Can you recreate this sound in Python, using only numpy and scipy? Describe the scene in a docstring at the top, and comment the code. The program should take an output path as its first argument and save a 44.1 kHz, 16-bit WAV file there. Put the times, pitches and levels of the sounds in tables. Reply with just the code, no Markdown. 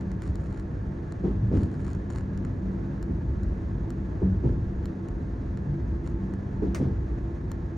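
"""Inside a diesel railcar rolling out of a station at night.
Shaped noise makes the floor's rumble, the cabin's boom and the wheels' roar; wavering firing
harmonics, narrow resonances and thin whines make the drone of the drive. Pairs of wheels thud over
rail joints roughly every 2.7 s, with single weaker thuds between, each a noise burst with ringing modes.
Small ticks and stick-slip creaks ring close to the microphone, and a loose metal fitting snaps once."""
import sys
import numpy as np
from scipy import signal
from scipy.fft import rfft, irfft, next_fast_len
from scipy.io import wavfile
from scipy.ndimage import uniform_filter1d

SR = 44100
rng = np.random.default_rng(int(sys.argv[2]) if len(sys.argv) > 2 else 0)


def transcribe(u):
    """Save the signal u as a 16-bit wav file named by the first command-line argument.

    u: samples, shape (n,) or (channels, n), limited to [-1, 1]; the rate is SR.
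    q: integer samples, one column per channel.
    """
    v = np.clip(np.atleast_2d(u).T, -1, 1)
    q = np.round(v * 32767).astype(np.int16)
    wavfile.write(sys.argv[1], SR, q)


N = 342657
T = np.arange(N) / SR

# Wheels on rail joints. Each row: start in seconds, thud level in dB, rise in seconds, ring t60 in
# seconds at 250 Hz, tilt in dB per octave, grinding level in dB, jolt of the floor in dB.
JOINTS = [(1.226, -25.5, 0.026, 0.54, -2, -52.5, -31.5), (1.512, -24.5, 0.027, 0.8, -2.5, -49, -29.5),
          (3.085, -28, 0.013, 0.25, -6.5, -63.5, -29), (4.218, -28.5, 0.008, 0.49, -2, -62, -25.5),
          (4.43, -26, 0.023, 0.5, -2.5, -54.5, -35), (5.67, -51, 0.016, 0.19, -5, -73, -33.5),
          (6.616, -25, 0.012, 0.4, -4, -54.5, -40), (6.796, -27, 0.0063, 0.8, -3, -51, -30)]
# The cabin's hum around 200 Hz. Each row: time in seconds, level in dB against its usual level.
HUM_LEVEL = [(0, 0.5), (.6, -5), (1.0, -0.5), (1.9, 1.5), (2.15, -1), (2.45, 4.5), (3.1, -3), (3.7, -0.5),
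             (4.8, -3), (5.4, -2.5), (6.3, 0), (6.75, 1.5), (7.15, -7), (7.77, -4)]
# The cabin's dense modes: one random ripple over frequency, shared by every noise, from 0 Hz to SR / 2.
RIPPLE = rng.standard_normal(1500)
# A jolt builds up in the floor and dies away.
FLOOR_RISE_S, FLOOR_T60_S = 0.027, 3.45
RUMBLE_DB = -35  # steady rumble of the floor


def amp(db):
    """Decibels to gain."""
    return 10 ** (np.asarray(db) / 20)


def evened(x):
    """Scales to rms 1."""
    return x / np.sqrt(np.mean(x ** 2) + 1e-20)


def read(points, hz):
    """Reads a curve over frequency on a log-frequency axis."""
    f, value = np.transpose(points)
    return np.interp(np.log(hz + 1), np.log(f + 1), value)


def follow(rows):
    """Reads a curve over time at every sample."""
    return np.interp(T, *np.transpose(rows))


def add(mix, s, sound):
    """Mixes a sound in at time s in seconds."""
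    part = mix[..., max(round(s * SR), 0):][..., :sound.shape[-1]]
    part += sound[..., :part.shape[-1]]


def wander(hz):
    """Slow random drift of rms 1, fading out above the given rate."""
    f = np.fft.rfftfreq(N, 1 / SR)[:2000]
    real, imaginary = rng.standard_normal((2, len(f)))
    slow = irfft((real + 1j * imaginary) / (1 + (f / hz) ** 4), 16384)
    return evened(np.interp(T / T[-1], np.linspace(0, 1, len(slow)), slow))


def field(shape_db, size, ripple_db=1.5):
    """Diffuse noise of a given spectrum, rippled by the cabin's modes, at the two microphone ports; rms 1."""
    # Likeness of the ports. Each row: frequency in Hz, left-right correlation.
    likeness = [(40, .999), (70, .992), (130, .98), (280, .945), (440, .75), (620, -.25), (900, .25),
                (1500, -.15), (2000, .5), (3100, .85), (4500, .97), (9000, .95), (15000, .93)]
    # Balance of the ports. 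Each row: frequency in Hz, left minus right in dB.
    balance = [(400, 0), (700, .5), (1290, -5), (2000, -1.7), (3500, 0)]
    # How strongly the cabin's modes stand out. Each row: frequency in Hz, share of the full ripple.
    ripple_share = [(60, 0), (400, 1), (1800, 1), (3000, .35)]
    n = next_fast_len(size, True)
    hz = np.fft.rfftfreq(n, 1 / SR)
    a, b = np.exp(2j * np.pi * rng.random((2, len(hz))))
    same = np.clip(read(likeness, hz), -1, 1)
    mid, side = a * np.sqrt(1 + same), b * np.sqrt(1 - same)
    lean = amp(read(balance, hz) / 2)
    ports = np.array([(mid + side) * lean, (mid - side) / lean])
    ripple = np.interp(hz, np.linspace(0, SR / 2, len(RIPPLE)), RIPPLE) * read(ripple_share, hz)
    return evened(irfft(ports * amp(shape_db(hz) + ripple_db * ripple), n)[:, :size])


def steadied(x, seconds):
    """Smooths out the swells of a noise that are slower than the given time."""
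    power = uniform_filter1d((x ** 2).mean(0), int(seconds * SR) + 1)
    return x / np.sqrt(abs(power) + 1e-9)


def jolts(rise_s, t60_s):
    """Strength of the shaking left by the rail joints: each jolt builds up and dies away, and their powers add."""
    t = T[::64]
    power = np.zeros(len(t))
    for s, *_, jolt_db in JOINTS:
        age = np.maximum(t - s, 0)
        power += (amp(jolt_db - 60 * age / t60_s) * (1 - np.exp(-age / rise_s))) ** 2
    return np.interp(T, t, np.sqrt(power))


def rolling(heave_sway_db=3.0, rumble_sway_db=1.4, cabin_jolt_db=-14, cabin_share=0.16, flutter_db=0.76):
    """Heave, floor rumble and cabin boom are noises that swell after each joint; the wheels roar with a slight flutter."""
    # Spectra of the body's heave, the floor's rumble, the cabin's boom and the wheels' roar.
    # Each row: frequency in Hz, level in dB per Hz.
    heave_spectrum = [(12, -40), (22, -27.5), (32, -11), (40, -7.5), (49, -1.5), (55, 0.5), (68, -26.5),
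                      (120, -69), (400, -130)]
    rumble_spectrum = [(25, -45.5), (44, -19), (54, 0.5), (72, 2.5), (86, -1.5), (104, -3.5), (128, -7.5),
                       (170, -21), (300, -75), (1000, -130)]
    cabin_spectrum = [(60, -23), (115, -1.5), (148, 1.5), (167, -4), (208, -2), (229, -6), (252, -5),
                      (300, -7.5), (340, -8), (410, -11), (520, -19.5), (700, -34), (1500, -68),
                      (4000, -130)]
    roar_spectrum = [(200, 2), (450, 4), (620, 6), (830, 0), (1200, -3.5), (1750, -4), (2200, -14),
                     (2550, -17), (2900, -21.5), (4200, -23.5), (5200, -27), (6800, -25.5), (8500, -39),
                     (10000, -37), (11500, -46.5), (16000, -56.5)]
    # The bass surges and dips briefly. Each row: centre in seconds, half width in seconds, change in dB.
    surges = [(.31, 0.034, 6.5), (1.08, 0.11, -5.5), (1.73, 0.046, -8.5), (2.04, 0.075, -3.5),
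              (2.42, 0.099, 0.5), (3.03, 0.045, -0.5), (3.43, 0.13, 1.5), (5.005, 0.077, -19),
              (5.95, .07, 3)]
    heave_db, cabin_db, roar_db = -40.5, -37, -48.5  # steady running levels

    floor = jolts(FLOOR_RISE_S, FLOOR_T60_S)
    body = amp(-12) * jolts(rise_s=0.11, t60_s=3.7)  # on its springs: slower and weaker than the floor
    surge = amp(sum(db * np.exp(-((T - s) / width) ** 2) for s, width, db in surges))

    heave = steadied(field(lambda hz: read(heave_spectrum, hz), size=N), 0.39)
    heave = heave * np.hypot(amp(heave_db), body) * amp(heave_sway_db * wander(3.5))
    rumble = steadied(field(lambda hz: read(rumble_spectrum, hz), size=N), 0.11)
    rumble = rumble * np.hypot(amp(RUMBLE_DB), floor) * amp(rumble_sway_db * wander(16))

    # the boom follows the cabin's hum only in part
    boom_level = np.hypot(amp(cabin_db + cabin_share * follow(HUM_LEVEL)), amp(cabin_jolt_db) * floor)
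    boom = steadied(field(lambda hz: read(cabin_spectrum, hz), size=N), 0.34) * boom_level
    roar = field(lambda hz: read(roar_spectrum, hz), size=N) * amp(roar_db + flutter_db * wander(30))
    return surge * (heave + rumble) + boom + roar


def whines(waver=0.00894, fade_db=3):
    """Thin tones of the drive that flutter in pitch and fade in and out; each port hears its own phase."""
    # Each row: frequency in Hz, level in dB.
    tones = [(876, -69), (1077, -69)]
    out = np.zeros((2, N))
    port_phase = np.array([[0], [np.pi / 3]])
    for hz, db in tones:
        turns = np.cumsum(hz * (1 + waver * wander(12))) / SR
        level = np.sqrt(2) * amp(db + fade_db * wander(3.6))
        out += level * np.sin(2 * np.pi * turns + port_phase)
    return out


def engine(firing_hz=48, waver=0.00507, throb_db=3.0, hum_jolt_db=-15, drone_sway_db=2.0):
    """Firing harmonics that waver a little, and narrow resonances; the low ones hum louder as the floor shakes."""
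    # Engine lines. Each row: multiple of the firing rate, level in dB.
    orders = [(1, -47), (2, -45), (4, -43), (7, -52)]
    # Hollow tones of the cabin and running gear. Each row: centre in Hz, half width in Hz
    # where the resonance is 6 dB down, level in dB.
    drones = [(98.2, 4.8, -42), (155.7, 7.4, -45.5), (189.7, 5.5, -43.8), (248.2, 4.9, -51), (265, 3, -53),
              (324.2, 5.6, -52), (336.9, 10, -49.5), (882, 12, -65.5), (913, 9.2, -68.5), (1626, 71, -67)]
    # The cabin's upper hum around 330 Hz. Each row: time in seconds, level in dB against its usual level.
    upper_hum_level = [(0, -3), (.6, -4), (1.1, -6), (1.7, 1), (2.3, -6.5), (2.7, 2), (3.6, 0), (4.7, 1.5),
                       (5.4, -1.5), (6.1, 3), (6.5, 0), (7.25, 3.5), (7.77, -4)]

    shaking = jolts(FLOOR_RISE_S, FLOOR_T60_S) * amp(hum_jolt_db - RUMBLE_DB)
    low_swell = amp(follow(HUM_LEVEL)) * np.hypot(1, shaking)
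    upper_swell = amp(follow(upper_hum_level))
    turns = np.cumsum(firing_hz * (1 + waver * wander(1.488))) / SR
    out = np.zeros((2, N))
    for order, db in orders:
        level = np.sqrt(2) * amp(db + throb_db * wander(4.7))
        line = level * np.sin(2 * np.pi * (round(order) * turns + rng.random()))
        out += line * (low_swell if order * firing_hz < 300 else upper_swell)
    for centre, width, db in drones:
        hum = field(lambda hz: -20 * np.log10(1 + ((hz - centre) / width) ** 2), size=N)
        swell = low_swell if centre < 300 else upper_swell if centre < 500 else 1
        out += amp(db + drone_sway_db * wander(2.9)) * steadied(hum, .25) * swell
    return out


def tick_ring(knock_db, edge_db=0, contact_s=0.0003):
    """The short ring of a tick: a duller touch brings out low modes, a harder one the top, and each touch varies."""
    # Modes of a tick. Each row: frequency in Hz, level in dB, t60 in seconds.
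    modes = [(660, 0.5, 0.0079), (1050, -1.5, 0.012), (1376, -1.5, 0.011), (1740, -2, 0.0081),
             (2150, -11.5, 0.007), (2970, -12, 0.01), (3960, -6.5, 0.0068), (4400, -7, 0.011),
             (5420, -9.5, 0.0095), (6900, -2, 0.0092), (8220, -11.5, 0.011), (9800, -6.5, 0.0034),
             (13600, -10.5, 0.002), (15300, -17.5, .002)]
    t = np.arange(1024) / SR
    hz, db, t60 = np.transpose(modes)[:, :, None]
    strength, detune = rng.standard_normal((2, len(hz), 1))
    colour_db = knock_db * (hz < 2500) + edge_db * (hz > 11000) + 1.4 * strength
    level = amp(db + colour_db - 60 * t / t60)
    turns = hz * (1 + 0.019 * detune) * t + rng.random(hz.shape)
    return np.minimum(t / contact_s, 1) * (level * np.sin(2 * np.pi * turns)).sum(0)


def ticks(tick_db=-4.0, knock_db=2.0, dullness=0.57, hardening=.9, soft_tick_db=-41):
    """Single sharp ticks near the microphone, alone or in clusters; louder ones have a brighter edge."""
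    # Each row: time in seconds, level in dB before the common tick level,
    # low knock against the treble in dB before the dullness share.
    touches = [(0.0095, -47.5, 6), (0.116, -41.5, 3), (0.22, -37, 1), (0.2345, -47, 8), (0.2475, -52, 6),
               (0.276, -43.5, 5), (0.355, -36, -7), (0.397, -53, 8), (0.4389, -54, 9), (0.4594, -50.5, 12),
               (0.5263, -48.5, 13), (0.5452, -51, 14), (0.5756, -47, 7), (0.597, -42, 4), (1.1222, -40, 2),
               (1.6324, -37.5, -7), (1.742, -48.5, 16), (1.8654, -45, 8), (1.8805, -45, 11),
               (1.891, -48, 0), (1.903, -44, -9), (1.9315, -39, -14), (1.949, -46, 5.5), (2.102, -38.5, 1),
               (2.107, -42, 2), (2.117, -50, 0), (2.1243, -46, 4), (2.151, -50, 0), (2.159, -40, 4),
               (2.1837, -41, 5), (2.1935, -49, 0), (2.2084, -47, 9), (2.3751, -41, 0), (2.4492, -42.5, 10),
               (3.027, -36.5, -7), (3.4324, -42.5, 0), (3.9037, -36.5, -1), (4.8559, -34, -3),
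               (5.085, -41, 1), (5.573, -43.5, 5), (6.0745, -40.5, 2), (6.337, -44, 8), (7.516, -31.5, -7)]
    out = np.zeros(N)
    for s, db, low_db in touches:
        ring = tick_ring(dullness * low_db + knock_db, hardening * (db - soft_tick_db))
        add(out, s + .0005, amp(db + tick_db) * ring)
    return out


def creaks(creak_db=3.5, slips_per_s=380, spread_db=3.5, clump_db=2.0, knock_db=5):
    """Spells of tiny stick-slip steps, which ring the same modes as the ticks."""
    # Each row: start in seconds, end in seconds, level in dB before the common creak level.
    spells = [(0.206, 0.324, -58.5), (0.363, 0.635, -65), (1.53, 1.677, -60.5), (1.68, 1.975, -61),
              (2.094, 2.22, -59), (6.035, 6.107, -60)]
    slips = (rng.random(N) < slips_per_s / SR) * amp(spread_db * np.minimum(rng.exponential(1, N), 3))
    # six contact points slip independently, each with its own colour
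    contact = rng.integers(0, 6, N)
    creak = np.zeros(N)
    for k in range(6):
        creak += signal.oaconvolve(slips * (contact == k), tick_ring(knock_db))[:N]
    creak = evened(evened(creak) * amp(clump_db * wander(35)))  # the slips come in uneven clumps
    out = np.zeros(N)
    for start, end, db in spells:
        arch = np.sqrt(abs(np.sin(np.pi * np.clip((T - start) / (end - start), 0, 1))))
        out += creak * amp(db + creak_db) * arch
    return out


def snap(s=6.7447, crack_db=-32, crack_t60=0.021, tail_db=-36, tail_t60=.17, rise=0.003,
         dull_hz=12500, contact_s=.0005):
    """A loose metal fitting snaps to and chatters briefly; each contact rings it, and the cabin answers more dully."""
    # Spectrum of the crack. Each row: frequency in Hz, level in dB per Hz.
    crack_spectrum = [(150, -14), (500, 8.5), (1000, 2), (1500, 3), (2150, 3), (2900, -7.5), (4300, -10),
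                      (5900, -6.5), (7000, -9), (9000, -12.5), (13000, -21), (16000, -18)]
    # Modes of the fitting. Each row: frequency in Hz, level in dB, t60 in seconds.
    modes = [(620, -44, 0.03), (885, -48, 0.052), (1174, -45, 0.055), (1490, -47, .04), (1825, -48, 0.039),
             (2130, -40, .032), (2495, -49, 0.034), (3520, -56, .02), (4230, -50, .02), (5150, -52, .025),
             (6000, -47.5, .022), (6800, -51, .04), (8280, -57, 0.066), (8931, -60, .03)]
    # The fitting strikes, seats and chatters. Each row: time in seconds, level in dB, tilt in dB per octave.
    hits = [(6.7472, -2, 2.5), (6.7498, -5, -2), (6.7615, -6, -1), (6.7785, -11, -11)]
    out, t = np.zeros((2, N)), np.arange(16384) / SR
    after = np.maximum(t - rise, 0)
    crack = field(lambda hz: read(crack_spectrum, hz), size=len(t))
    crack = crack * amp(crack_db - 60 * after / crack_t60)
    # the tail loses a further 3 dB at dull_hz
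    tail = field(lambda hz: read(crack_spectrum, hz) - 3 * (hz / dull_hz) ** 2, size=len(t))
    tail = tail * amp(tail_db - 60 * after / tail_t60)
    add(out, s, (crack + tail) * np.minimum(t / rise, 1) ** 2)
    hz, db, t60 = np.transpose(modes)[:, :, None]
    for at, hit_db, tilt_db in hits:
        level = amp(hit_db + db + tilt_db * np.log2(hz / 2000) - 60 * t / t60)
        ring = (level * np.sin(2 * np.pi * (hz * t + rng.random(hz.shape)))).sum(0)
        add(out, at, np.minimum(t / contact_s, 1) * ring)
    return out


def booms():
    """Body panels and cabin air, set going by the joints and the rocking that follows, ring as decaying sines."""
    # Each row: start in seconds, frequency in Hz, level in dB, rise in seconds, t60 in seconds.
    resonances = [(1.234, 190.6, -19.5, 0.017, 0.39), (1.341, 100, -22, 0.015, 0.55),
                  (1.43, 108.5, -11, 0.01, 0.2), (1.535, 92.8, -15, 0.021, 0.42),
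                  (1.57, 58, -15, 0.016, 0.21), (1.699, 101.2, -21.5, 0.015, 0.35),
                  (3.09, 177.6, -20, 0.019, 0.24), (3.135, 59, -16, 0.014, 0.29),
                  (3.275, 59.5, -13.5, 0.018, 0.23), (4.216, 372, -17, 0.0073, 0.079),
                  (4.224, 188.6, -12.5, 0.039, 0.56), (4.375, 189.7, -23, .015, .3),
                  (4.246, 96.4, -19.5, .01, 0.28), (4.45, 121.4, -14.5, 0.0087, 0.2),
                  (5.671, 145, -17, 0.015, 0.34), (6.619, 184.2, -27, 0.017, 0.31),
                  (6.681, 64, -20, 0.012, 0.28), (6.8, 136.6, -19, 0.0086, .22),
                  (6.95, 62.2, -19, 0.025, 0.48)]
    out, t = np.zeros((2, N)), np.arange(32768) / SR
    for s, hz, db, rise, t60 in resonances:
        level = amp(db - 60 * t / t60) * (1 - np.exp(-t / rise))
        add(out, s, level * np.sin(2 * np.pi * hz * t))
    return out


def blows(contact_s=0.0028, vary_db=1.5):
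    """Each blow of a wheel rings the bogie and the floor, a little differently every time."""
    # Separate blows within the thuds, as the wheel drops, strikes the next rail and rebounds.
    # Each row: time in seconds, level in dB, tilt in dB per octave.
    strikes = [(1.238, -26.5, 0.5), (1.256, -27.5, -0.5), (1.281, -26, -1), (1.515, -23, 3),
               (1.536, -22.5, 0), (1.549, -24, -1), (1.574, -22.5, -5.5), (1.618, -27, -4),
               (4.2184, -28, 1), (4.256, -30, -4), (4.439, -23, -0.5), (4.459, -24, -5), (4.494, -28, -0.5),
               (6.621, -22.5, 1.5), (6.638, -21, -0.5), (6.667, -27, -0.5), (6.7989, -22.5, 1.5),
               (6.8147, -21, 2.5), (6.867, -25, -2.5), (6.899, -29, 0)]
    # Modes of the bogie and floor. Each row: frequency in Hz, level in dB, t60 in seconds.
    modes = [(87, -6.5, .1), (138, -2, 0.1), (186.7, 0.5, .085), (260, 1.5, 0.069), (321, -1, 0.071),
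             (385, -3, .06), (447, -9.5, .055), (664, -18.5, .04), (846, -23.5, 0.045)]
    out, t = np.zeros(N), np.arange(8192) / SR
    hz, db, t60 = np.transpose(modes)[:, :, None]
    for s, blow_db, tilt_db in strikes:
        strength, detune = rng.standard_normal((2, len(hz), 1))
        level = amp(blow_db + db + tilt_db * np.log2(hz / 250) + vary_db * strength - 60 * t / t60)
        ring = (level * np.sin(2 * np.pi * hz * (1 + 0.03 * detune) * t)).sum(0)
        add(out, s, np.minimum(t / contact_s, 1) * ring)
    return out


def joints(damping=0.11, grind_rise=0.035):
    """Each wheel drops into the gap and grinds over the rail end: noise bursts whose higher bands die sooner."""
    # Spectra of the thud and of the grinding. Each row: frequency in Hz, level in dB per Hz.
    thud_spectrum = [(35, -39.5), (70, -14.5), (120, -2), (200, 0), (260, -1), (340, -3.5), (430, -6),
                     (560, -19.5), (900, -24.5), (1700, -49.5), (4000, -100)]
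    grind_spectrum = [(300, -28), (700, 8.5), (1100, 3), (1700, -1), (2700, -10.5), (4500, -15.5),
                      (7000, -20), (10000, -34), (16000, -55)]
    out, t = np.zeros((2, N)), np.arange(32768) / SR
    for s, db, rise, t60, tilt_db, grind_db, _ in JOINTS:
        def thud_shape(hz):
            return read(thud_spectrum, hz) + tilt_db * np.log2(np.maximum(hz, 150) / 250)

        thud = steadied(field(thud_shape, size=len(t)), 0.0091)
        # each band decays at its own rate
        hz, at, bands = signal.stft(thud, SR, nperseg=512)
        band_t60 = t60 * (np.clip(hz, 100, 700) / 250) ** -damping
        decay = amp(-60 * np.maximum(at - rise, 0) / band_t60[:, None])
        thud = signal.istft(bands * decay, SR, nperseg=512)[1][:, :len(t)]
        add(out, s, amp(db) * thud * np.sin(np.pi / 2 * np.minimum(t / rise, 1)))
        grind = field(lambda hz: read(grind_spectrum, hz), size=len(t))
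        add(out, s, amp(grind_db) * grind * t / grind_rise * np.exp(1 - t / grind_rise))
    return out


def scene():
    """Everything heard at the window seat."""
    soft_start = np.minimum(T / .004, 1)
    background = rolling() + whines() + engine()
    details = ticks() + creaks() + snap()
    wheels = booms() + blows() + joints()
    return soft_start * (background + details + wheels)


def record(dry, edge_hz=16200):
    """The treble reaches the two ports out of step; then the band limit."""
    # Phase between the ports, opposed at two treble frequencies. Each row: frequency in Hz, left's lead in radians.
    port_phase = [(1900, 0), (3100, .6), (4000, .1), (6200, .15), (7050, 1.57), (7450, 3.14), (7950, 5.3),
                  (8500, 6), (9900, 4.7), (11300, 3.14), (13000, 1.57), (15700, -1.57)]
    n = next_fast_len(N + 4096, True)
    # half of the lead goes to each port
    turn = np.exp(.5j * read(port_phase, np.fft.rfftfreq(n, 1 / SR)))
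    heard = irfft(rfft(dry, n) * np.array([turn, 1 / turn]), n)[:, :N]
    band_limit = signal.firwin(511, edge_hz, window=("kaiser", 9), fs=SR)
    return signal.oaconvolve(heard, band_limit[None], "same")


dry = scene()
out = record(dry)
transcribe(out)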